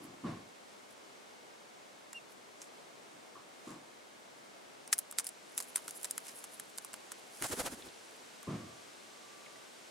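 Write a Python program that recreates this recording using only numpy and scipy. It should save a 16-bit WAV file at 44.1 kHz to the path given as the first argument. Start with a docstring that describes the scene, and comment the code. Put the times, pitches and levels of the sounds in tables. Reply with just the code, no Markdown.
"""A small stereo camera sits in a straw nest, in quiet outdoor air. Dull thuds roll in at the start,
after 3 s and near the end. The parent bird shifts, and just after 2 s the chick peeps once.
From about 5 s claws snap and scrape the dry stems right beside the microphone, and the hiss grows
as the nest is uncovered. Near 7.5 s the bird leaves with a few quick wingbeats; after the last thud
a faint wavering tone and two ticks are heard."""
import sys
import numpy as np
from scipy import signal
from scipy.fft import rfft, irfft, next_fast_len
from scipy.io import wavfile
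from scipy.ndimage import map_coordinates

SR = 44100
rng = np.random.default_rng(int(sys.argv[2]) if len(sys.argv) > 2 else 0)


def wav_record(signal):
    """Record a signal, one row per channel, as 16-bit PCM in the file named by sys.argv[1]."""
    frames = np.transpose(np.atleast_2d(signal))
    bounded = np.clip(frames, -1, 1)
    # unit amplitude maps onto the largest positive 16-bit level
    quanta = np.round(bounded * 32767).astype(np.int16)
    wavfile.write(sys.argv[1], SR, quanta)


N = 436942

# Stems snapping under the claws. Each row: start in seconds, crack level in dB, knock level in dB,
# crack centre in Hz, seconds the stem goes on tearing.
SNAPS = [(2.1308, -42, -53, 8300, .001), (2.618, -48, -62, 6900, .001), (4.877, -43, -72, 8600, .001),
         (4.9286, -19.5, -35.5, 8500, .0025), (4.9335, -25, -60, 8600, .005),
         (4.9813, -33.5, -58, 10200, .001), (4.9885, -25, -51, 11000, .005),
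         (5.1124, -38.5, -70, 10500, .001), (5.125, -44, -48, 9150, .001), (5.186, -24, -39, 8300, .005),
         (5.1974, -31, -45, 8200, .009), (5.2445, -39.5, -58, 8900, .015), (5.2685, -32, -60, 10200, .008),
         (5.2902, -38, -72, 9500, .001), (5.5785, -26, -50, 8900, .011), (5.603, -33, -48, 8600, .01),
         (5.625, -40.5, -61, 9300, .016), (5.759, -22.5, -51, 9200, .003),
         (5.7708, -36.5, -42.5, 9200, .017), (5.8803, -36.5, -45, 8500, .017),
         (5.9088, -38.5, -68, 9500, .001), (6.0315, -36.5, -61, 10700, .001),
         (6.0454, -30, -45, 8100, .008), (6.1102, -28, -64, 10200, .001), (6.1795, -30, -41.5, 9000, .001),
         (6.4411, -39, -50, 9100, .008), (6.5984, -36, -44, 9300, .002), (6.7776, -40, -62, 9600, .001),
         (6.7838, -34, -47.5, 8200, .002), (6.8478, -38, -48, 9600, .001), (6.9324, -42, -57, 8400, .001),
         (6.94, -38, -43, 8700, .002), (7.1191, -37, -47, 8600, .004), (7.4234, -30, -35.5, 8900, .001),
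         (8.4301, -47.5, -53, 10200, .001)]


def stem_snaps(scatter_t60=.015, tail_t60=.095, knock_t60=.016, stem_spread_db=2.5):
    """Stems snap beside the microphone: a spike, its dense scatter in the nest cup, a woody knock."""
    # Colour of the knock. Each row: frequency in Hz, gain in dB.
    knock_spectrum = [(100, -15.5), (600, -15), (900, -5), (1150, 4.5), (1650, 0.5), (2100, -7), (4000, -7),
                      (12000, -43)]
    out, lead = np.zeros((2, N)), SR // 200
    t = np.arange(-lead, SR // 12) / SR
    unit_attack = lambda x: x / np.sqrt(np.mean(x[:, lead:lead + SR // 500] ** 2))  # rms 1 over 2 ms
    fade = lambda t60: amp(-60 * abs(t) / t60)
    lead_in = amp(-21) * fade(.0081)  # a faint, brief swell of noise just before the crack
    scatter = amp(-16) * fade(scatter_t60) + amp(-39) * fade(tail_t60)
    for start, crack_db, knock_db, centre_hz in stem_breaks():
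        blow = np.where(t < 0, lead_in, scatter) * pair(.23, len(t))
        blow[:, lead] += 1
        # a second tiny spike, different at each microphone, widens the crack
        blow[[0, 1], lead + rng.integers(10, 28, 2)] += rng.normal(0, .85, 2)
        bumps_db = rng.normal(0, stem_spread_db, size=28)  # every stem has its own peaks and dips
        own_colour = lambda hz: amp(np.interp(hz, np.linspace(0, SR / 2, len(bumps_db)), bumps_db))
        crack = coloured(blow, lambda hz: straw(centre_hz, broad=.35)(hz) * own_colour(hz))
        brighten = amp(.19 * (knock_db + 47))  # harder knocks are brighter
        impact = (t >= 0) * fade(knock_t60) * pair(1, len(t)) + 3 * (t == 0)
        knock = coloured(impact, lambda hz: shape(knock_spectrum)(hz / brighten))
        add(out, start + t[0], amp(crack_db) * unit_attack(crack) + amp(knock_db) * unit_attack(knock))
    return out


def stem_breaks(splinters=2, clean_break_s=.004):
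    """Each stem snaps, then splinters more softly as it tears; a clean, fast break hardly splinters."""
    rows, k = [], np.arange(splinters)
    for start, crack_db, knock_db, centre_hz, tear_s in SNAPS:
        delays = tear_s * (k + 1 + rng.uniform(-.3, .3, splinters)) / splinters
        splinter_db = -7.5 - 3.5 * k + 20 * np.log10(min(tear_s / clean_break_s, 1))
        for delay, drop_db in [(0, 0), *zip(delays, rng.normal(splinter_db, 1))]:
            rows.append((start + delay, crack_db + drop_db, knock_db + drop_db, centre_hz))
    return rows


def straw(centre_hz, broad):
    """Colour of dry straw: a broad crack, the stem's own pitch and resonances shared with neighbours."""
    # Stems pressed against the camera. Each row: resonance in Hz, Q, level in dB.
    stem_modes = [(5020, 50, -2), (6600, 81, -4), (7480, 22, 1.5), (8400, 100, -11), (8630, 120, -2),
                  (9680, 66, -2), (10070, 70, -4)]
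    # Colour of the broad crack. Each row: frequency in Hz, gain in dB.
    crack_spectrum = [(200, -43), (900, -1.5), (2000, 0), (4000, -3), (6000, -1.2), (8000, -2.5),
                      (10500, 0.5), (12500, -4), (15000, -12), (16500, -11)]

    def gain(hz):
        shared = 1 + sum(amp(db) * resonance(mode_hz, q)(hz) ** 2 for mode_hz, q, db in stem_modes)
        tilt = (hz / 8000 + .05) ** (2.9 * np.log(centre_hz / 8700))  # thinner stems are brighter
        own_pitch = broad + resonance(centre_hz, q=3.5)(hz) ** .94
        return shape(crack_spectrum)(hz) * tilt * shared * own_pitch
    return gain


def straw_scrapes(strain_s=.004):
    """Feathers and feet drag over the straw, straining stems rub, and the weave crinkles in between."""
    # Dragging strokes. Each row: middle in seconds, level in dB, half length in seconds,
    # centre in Hz, share of broad hiss from 0 to 1.
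    drags = [(.045, -59, .014, 10800, .6), (.916, -61, .012, 9000, .4), (2.314, -62.5, .015, 11000, .4),
             (2.632, -55.5, .018, 7500, .2), (3.701, -57.5, .033, 7300, .4), (5.69, -54, .014, 10400, .05),
             (5.967, -48.5, .012, 10100, .15), (6.287, -47.5, .023, 8400, .9), (6.378, -50, .02, 9900, .02),
             (6.545, -57.5, .025, 10300, .02), (7.462, -44, .028, 8100, .9), (7.53, -50, .12, 9000, .9)]
    # Settling straw. Each row: time in seconds, level in dB.
    settling = [(0, -83), (4.75, -78), (5.42, -76), (5.58, -60.5), (6.12, -60), (6.6, -67.5), (8.1, -68),
                (8.5, -82)]
    crinkle_db = level_curve(settling) + 2.5 * wobble(40)
    out = amp(crinkle_db) * fibre_slips(straw(9600, broad=.75), per_s=220, spread_db=10, size=N)
    rubs = [(start + tear_s / 2, db - 20, strain_s + tear_s / 2, 8700, .25)  # laid out like drags
            for start, db, *_, tear_s in SNAPS]
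    t = np.arange(-SR // 3, SR // 3) / SR
    for middle, db, half_s, centre_hz, broad in drags + rubs:
        friction = fibre_slips(straw(centre_hz, broad), per_s=660, spread_db=8, size=len(t))
        add(out, middle + t[0], amp(db) * bell(t, half_s) * friction)
    return out


def fibre_slips(gain, per_s, spread_db, size, decay_s=.0011):
    """Tiny fibre slips of uneven size on a bed of rubbing noise, at rms 1."""
    slips = (rng.random(size) < per_s / SR) * amp(spread_db * rng.random(size))
    grip = signal.lfilter([1], [1, -np.exp(-1 / (decay_s * SR))], slips)
    return unit(coloured(pair(.29, size) * (unit(grip) + .6), gain))


def ticks(t60=.028):
    """Close ticks, each ringing briefly around one pitch."""
    # Each row: start in seconds, level in dB, pitch in Hz.
    taps = [(2.1305, -42.5, 1600), (2.617, -42, 6400), (4.928, -24, 1780), (4.929, -27, 5050),
            (7.822, -46.5, 3580), (7.886, -49, 3700), (9.461, -45, 2100), (9.558, -50.5, 2000)]
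    out, t = np.zeros((2, N)), np.arange(SR // 16) / SR
    for start, db, pitch_hz in taps:
        ring = noise(lambda hz: resonance(pitch_hz, q=3.5)(hz) ** 2, .78, len(t))
        add(out, start, amp(db - 60 * t / t60) * ring)
    return out


def wingbeats(swish_lead_s=.0075):
    """On each stroke the feathers swish, then a short push of air reaches the microphone."""
    # Colour of the feathers. Each row: frequency in Hz, gain in dB.
    swish_spectrum = [(200, -3), (700, -1.5), (1450, 4), (2600, -3.5), (6000, -2.5), (10000, 1),
                      (13000, -9.5), (16000, -18)]
    out, t = np.zeros((2, N)), np.arange(-SR // 8, SR // 8) / SR
    for middle, push_db, push_hz, swish_db, half_s in wing_strokes():
        stroke = bell(t, half_s)
        push = unit(stroke * noise(resonance(push_hz, q=2.3), 1, len(t))) * rms(stroke)
        swish_envelope = (1 + ((t + swish_lead_s) / (1.25 * half_s)) ** 2) ** -1.1
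        swish = swish_envelope * noise(shape(swish_spectrum), .31, len(t))
        buffet = stroke * noise(resonance(93, q=.96), .43, len(t))
        add(out, middle + t[0], amp(push_db) * (push + amp(-11) * buffet) + amp(swish_db) * swish)
    return out


def wing_strokes(near_db=-39, up_lead_s=.024, up_hz=275):
    """A soft upstroke, then the downstroke; both lengthen and lose swish as the bird draws away."""
    # Beats of the leaving bird. Each row: middle in seconds, air push in dB, push centre in Hz.
    beats = [(7.451, -38.5, 780), (7.533, -39, 470), (7.608, -36.5, 540), (7.673, -39, 640),
             (7.734, -47, 280), (7.8, -54.5, 420), (7.868, -53, 370)]
    rows = []
    for middle, push_db, push_hz in beats:
        away_db = max(near_db - push_db, 0)
        half_s = .0092 + .0005 * away_db
        feathers_db = push_db - .33 * away_db
        rows.append((middle - up_lead_s, push_db - 6.5, up_hz, feathers_db - 11, half_s))
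        rows.append((middle, push_db, push_hz, feathers_db + 2, half_s))
    return rows


def chick_peep(start=2.138, length_s=.059, level_db=-46, top_hz=2810):
    """One thin peep in the nest, almost a pure tone, arching in pitch."""
    progress = np.clip((np.arange(N) / SR - start) / length_s, 0, 1)
    pitch_hz = top_hz - 700 * (progress - .38) ** 2
    phase = 2 * np.pi * np.cumsum(pitch_hz * (1 + .003 * wobble(300))) / SR
    harmonics = sum(amp(db) * np.sin(k * phase) for k, db in enumerate([0, -23, -26, -29], 1))
    envelope = abs(np.sin(np.pi * progress)) ** 1.3
    return np.sqrt(2) * amp(level_db) * harmonics * envelope


def thuds(ring_hz=1110, flutter_db=.9, rebound_s=.04):
    """Around the nest, low booms with a hollow ring; a brighter echo swells later, all fade unevenly."""
    # Each row: start in seconds, boom level in dB, boom resonance in Hz, ring level in dB,
    # seconds to fall by 60 dB.
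    hits = [(0, -52, 290, -64, 1), (.235, -36.3, 220, -46, .41), (3.131, -60, 273, -75, .25),
            (3.353, -62, 302, -50.5, .16), (3.668, -47.3, 280, -53, .46), (8.47, -37, 178, -50, .55)]
    # Colours of the boom and of its echo. Each row: frequency in Hz, gain in dB.
    boom_spectrum = [(25, -39), (58, -17), (95, 1.5), (170, 0.5), (250, -1), (340, 0.5), (450, -10.5),
                     (800, -14), (2000, -27), (8000, -62)]
    echo_spectrum = [(150, -13), (400, -9), (650, 3.5), (900, -7.5), (1500, -6.5), (2200, -12), (4000, -18),
                     (9000, -28), (16000, -52)]
    out, t = np.zeros((2, N)), np.arange(SR * 3 // 4) / SR

    def burst(gain, t60, alike, rise_s):
        envelope = np.minimum(t / rise_s, 1) * amp(-60 * np.maximum(t - rise_s, 0) / t60)
        flutter = amp(flutter_db * wobble(51, len(t)))
        return unit(envelope * flutter * noise(gain, alike, len(t))) * rms(envelope)

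    for start, boom_db, boom_hz, ring_db, t60 in hits:
        echo_db = (boom_db + ring_db) / 2 - 5.5
        # each thud comes back once, softer and lower
        for delay, drop_db, body_hz in [(0, 0, boom_hz), (rebound_s, -7, .8 * boom_hz)]:
            body = lambda hz: resonance(body_hz, q=.9)(hz) ** ((body_hz / 200) ** 2)
            boom = burst(lambda hz: shape(boom_spectrum)(hz) * body(hz), t60, alike=.97, rise_s=.009)
            ring = burst(lambda hz: resonance(ring_hz, q=7)(hz) ** 2, t60, alike=.93, rise_s=.0056)
            echo = burst(shape(echo_spectrum), t60, alike=.48, rise_s=.04)
            thud = amp(boom_db) * boom + amp(ring_db) * ring + amp(echo_db) * echo
            add(out, start + delay, amp(drop_db) * thud)
    return out


def outdoor_air():
    """Quiet, wide air around the nest, almost steady and a touch louder on the left."""
    # Each row: frequency in Hz, gain in dB.
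    air_spectrum = [(15, -51), (25, -29), (84, -23), (108, -14.5), (161, -11.5), (217, -5.5), (384, -3.5),
                    (427, -2.5), (659, -3), (714, -4), (962, -6), (2110, -12), (2690, -13), (8360, -19),
                    (16000, -36.5)]
    return amp(-55 + .36 * wobble(5.5)) * noise(shape(air_spectrum), -.014, N) * balance(left_db=.6)


def microphone_hiss():
    """Hiss that grows as the nest is uncovered, with a faint, steady whine."""
    # Colour of the hiss. Each row: frequency in Hz, gain in dB.
    hiss_spectrum = [(880, -32), (1500, 2.5), (1640, -2.5), (2140, -2), (2770, -1.5), (8570, -5),
                     (14800, -22.5), (16000, -40)]
    # Its rise. Each row: time in seconds, level in dB.
    uncovering = [(0, -77), (4.7, -75), (5.4, -64), (8.1, -59.8)]
    hiss = amp(level_curve(uncovering)) * noise(shape(hiss_spectrum), .48, N)
    whine = amp(-73.5) * noise(resonance(2170, q=43), .3, N)
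    return hiss + whine


def wavering_tone():
    """A faint tone of unsteady pitch swells twice near the end."""
    # Each row: middle in seconds, level in dB, half length in seconds.
    swells = [(8.7, -66, .12), (9.4, -64.5, .22)]
    envelope = sum(amp(db) * bell(np.arange(N) / SR - middle, half_s) for middle, db, half_s in swells)
    pitch_hz = 1166 * (1 + .011 * wobble(160))
    return envelope * unit(np.sin(2 * np.pi * np.cumsum(pitch_hz) / SR))


def amp(db):
    """Decibels to gain."""
    return 10 ** (np.asarray(db) / 20)


def rms(x):
    """Root mean square, never quite zero."""
    return np.sqrt(np.mean(x ** 2) + 1e-20)


def unit(x):
    """Scale to rms 1."""
    return x / rms(x)


def balance(left_db):
    """Channel gains that put the left left_db above the right."""
    return amp([[left_db / 2], [-left_db / 2]])


def bell(t, half_s):
    """A Gaussian swell around t = 0."""
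    return np.exp(-(t / half_s) ** 2 / 2)


def level_curve(points):
    """One level per sample through (seconds, dB) points."""
    return np.interp(np.arange(N) / SR, *np.transpose(points))


def wobble(rate, size=N):
    """A smooth random curve, rate knots a second."""
    knots = rng.standard_normal(size // 20 + 4)
    return map_coordinates(knots, [np.arange(size) * rate / SR], mode="mirror")


def shape(points):
    """Gain against frequency through (Hz, dB) points."""
    points_hz, db = np.transpose(points)
    return lambda hz: amp(np.interp(np.log(hz + 1), np.log(points_hz), db))


def resonance(centre_hz, q):
    """Gain against frequency of one resonance."""
    return lambda hz: 1 / np.sqrt(1 + (q * ((hz + 1) / centre_hz - centre_hz / (hz + 1))) ** 2)


def coloured(x, gain):
    """Causal (minimum-phase) filter, so that attacks stay sharp."""
    n = x.shape[-1]
    m = 2 * next_fast_len(n // 2 + 1024)
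    cepstrum = irfft(np.log(np.maximum(gain(np.fft.rfftfreq(m, 1 / SR)), 1e-6)))
    cepstrum[1:m // 2] *= 2
    cepstrum[m // 2 + 1:] = 0
    return irfft(rfft(x, m) * np.exp(rfft(cepstrum)), m)[..., :n]


def pair(alike, size):
    """White noise at two microphones, with correlation alike."""
    mid, side = rng.standard_normal((2, size))
    turn = np.arccos(np.clip(alike, -1, 1)) / 2
    return np.cos(turn) * mid + np.sin(turn) * np.array([side, -side])


def noise(gain, alike, size):
    """Coloured stereo noise of rms 1."""
    return unit(coloured(pair(alike, size), gain))


def add(out, start, x):
    """Mix x into out from start seconds on."""
    i = round(start * SR)
    x = x[:, max(-i, 0):N - i]
    out[:, max(i, 0):][:, :x.shape[1]] += x


def scene():
    """Birds and straw close by, a little to the right; thuds and air around them."""
    nest = stem_snaps() + straw_scrapes() + ticks() + wingbeats() + chick_peep()
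    return balance(left_db=-.8) * nest + thuds() + outdoor_air() + microphone_hiss() + wavering_tone()


def record(dry):
    """The camera's two microphone ports differ most in the deep bass; it cuts off above 16 kHz."""
    # Side gain of the ports. Each row: frequency in Hz, gain in dB.
    side_spectrum = [(40, 4.5), (120, 0.5), (250, -1), (1100, 2.5), (2200, 0), (5000, -4.5), (7800, -2),
                     (10500, -0.5), (15000, 0.5)]
    m = next_fast_len(N + SR // 2)
    hz = np.fft.rfftfreq(m, 1 / SR)
    left, right = rfft(dry, m)
    width = shape(side_spectrum)(hz)
    mid, side = (left + right) / 2, width * (left - right) / 2
    even_level = 1 / np.sqrt(.7 + .3 * width ** 2)
    band_limit = 1 / (1 + (hz / 16000) ** 160)
    return irfft(np.array([mid + side, mid - side]) * even_level * band_limit, m)[:, :N]


dry = scene()
out = record(dry)
wav_record(out)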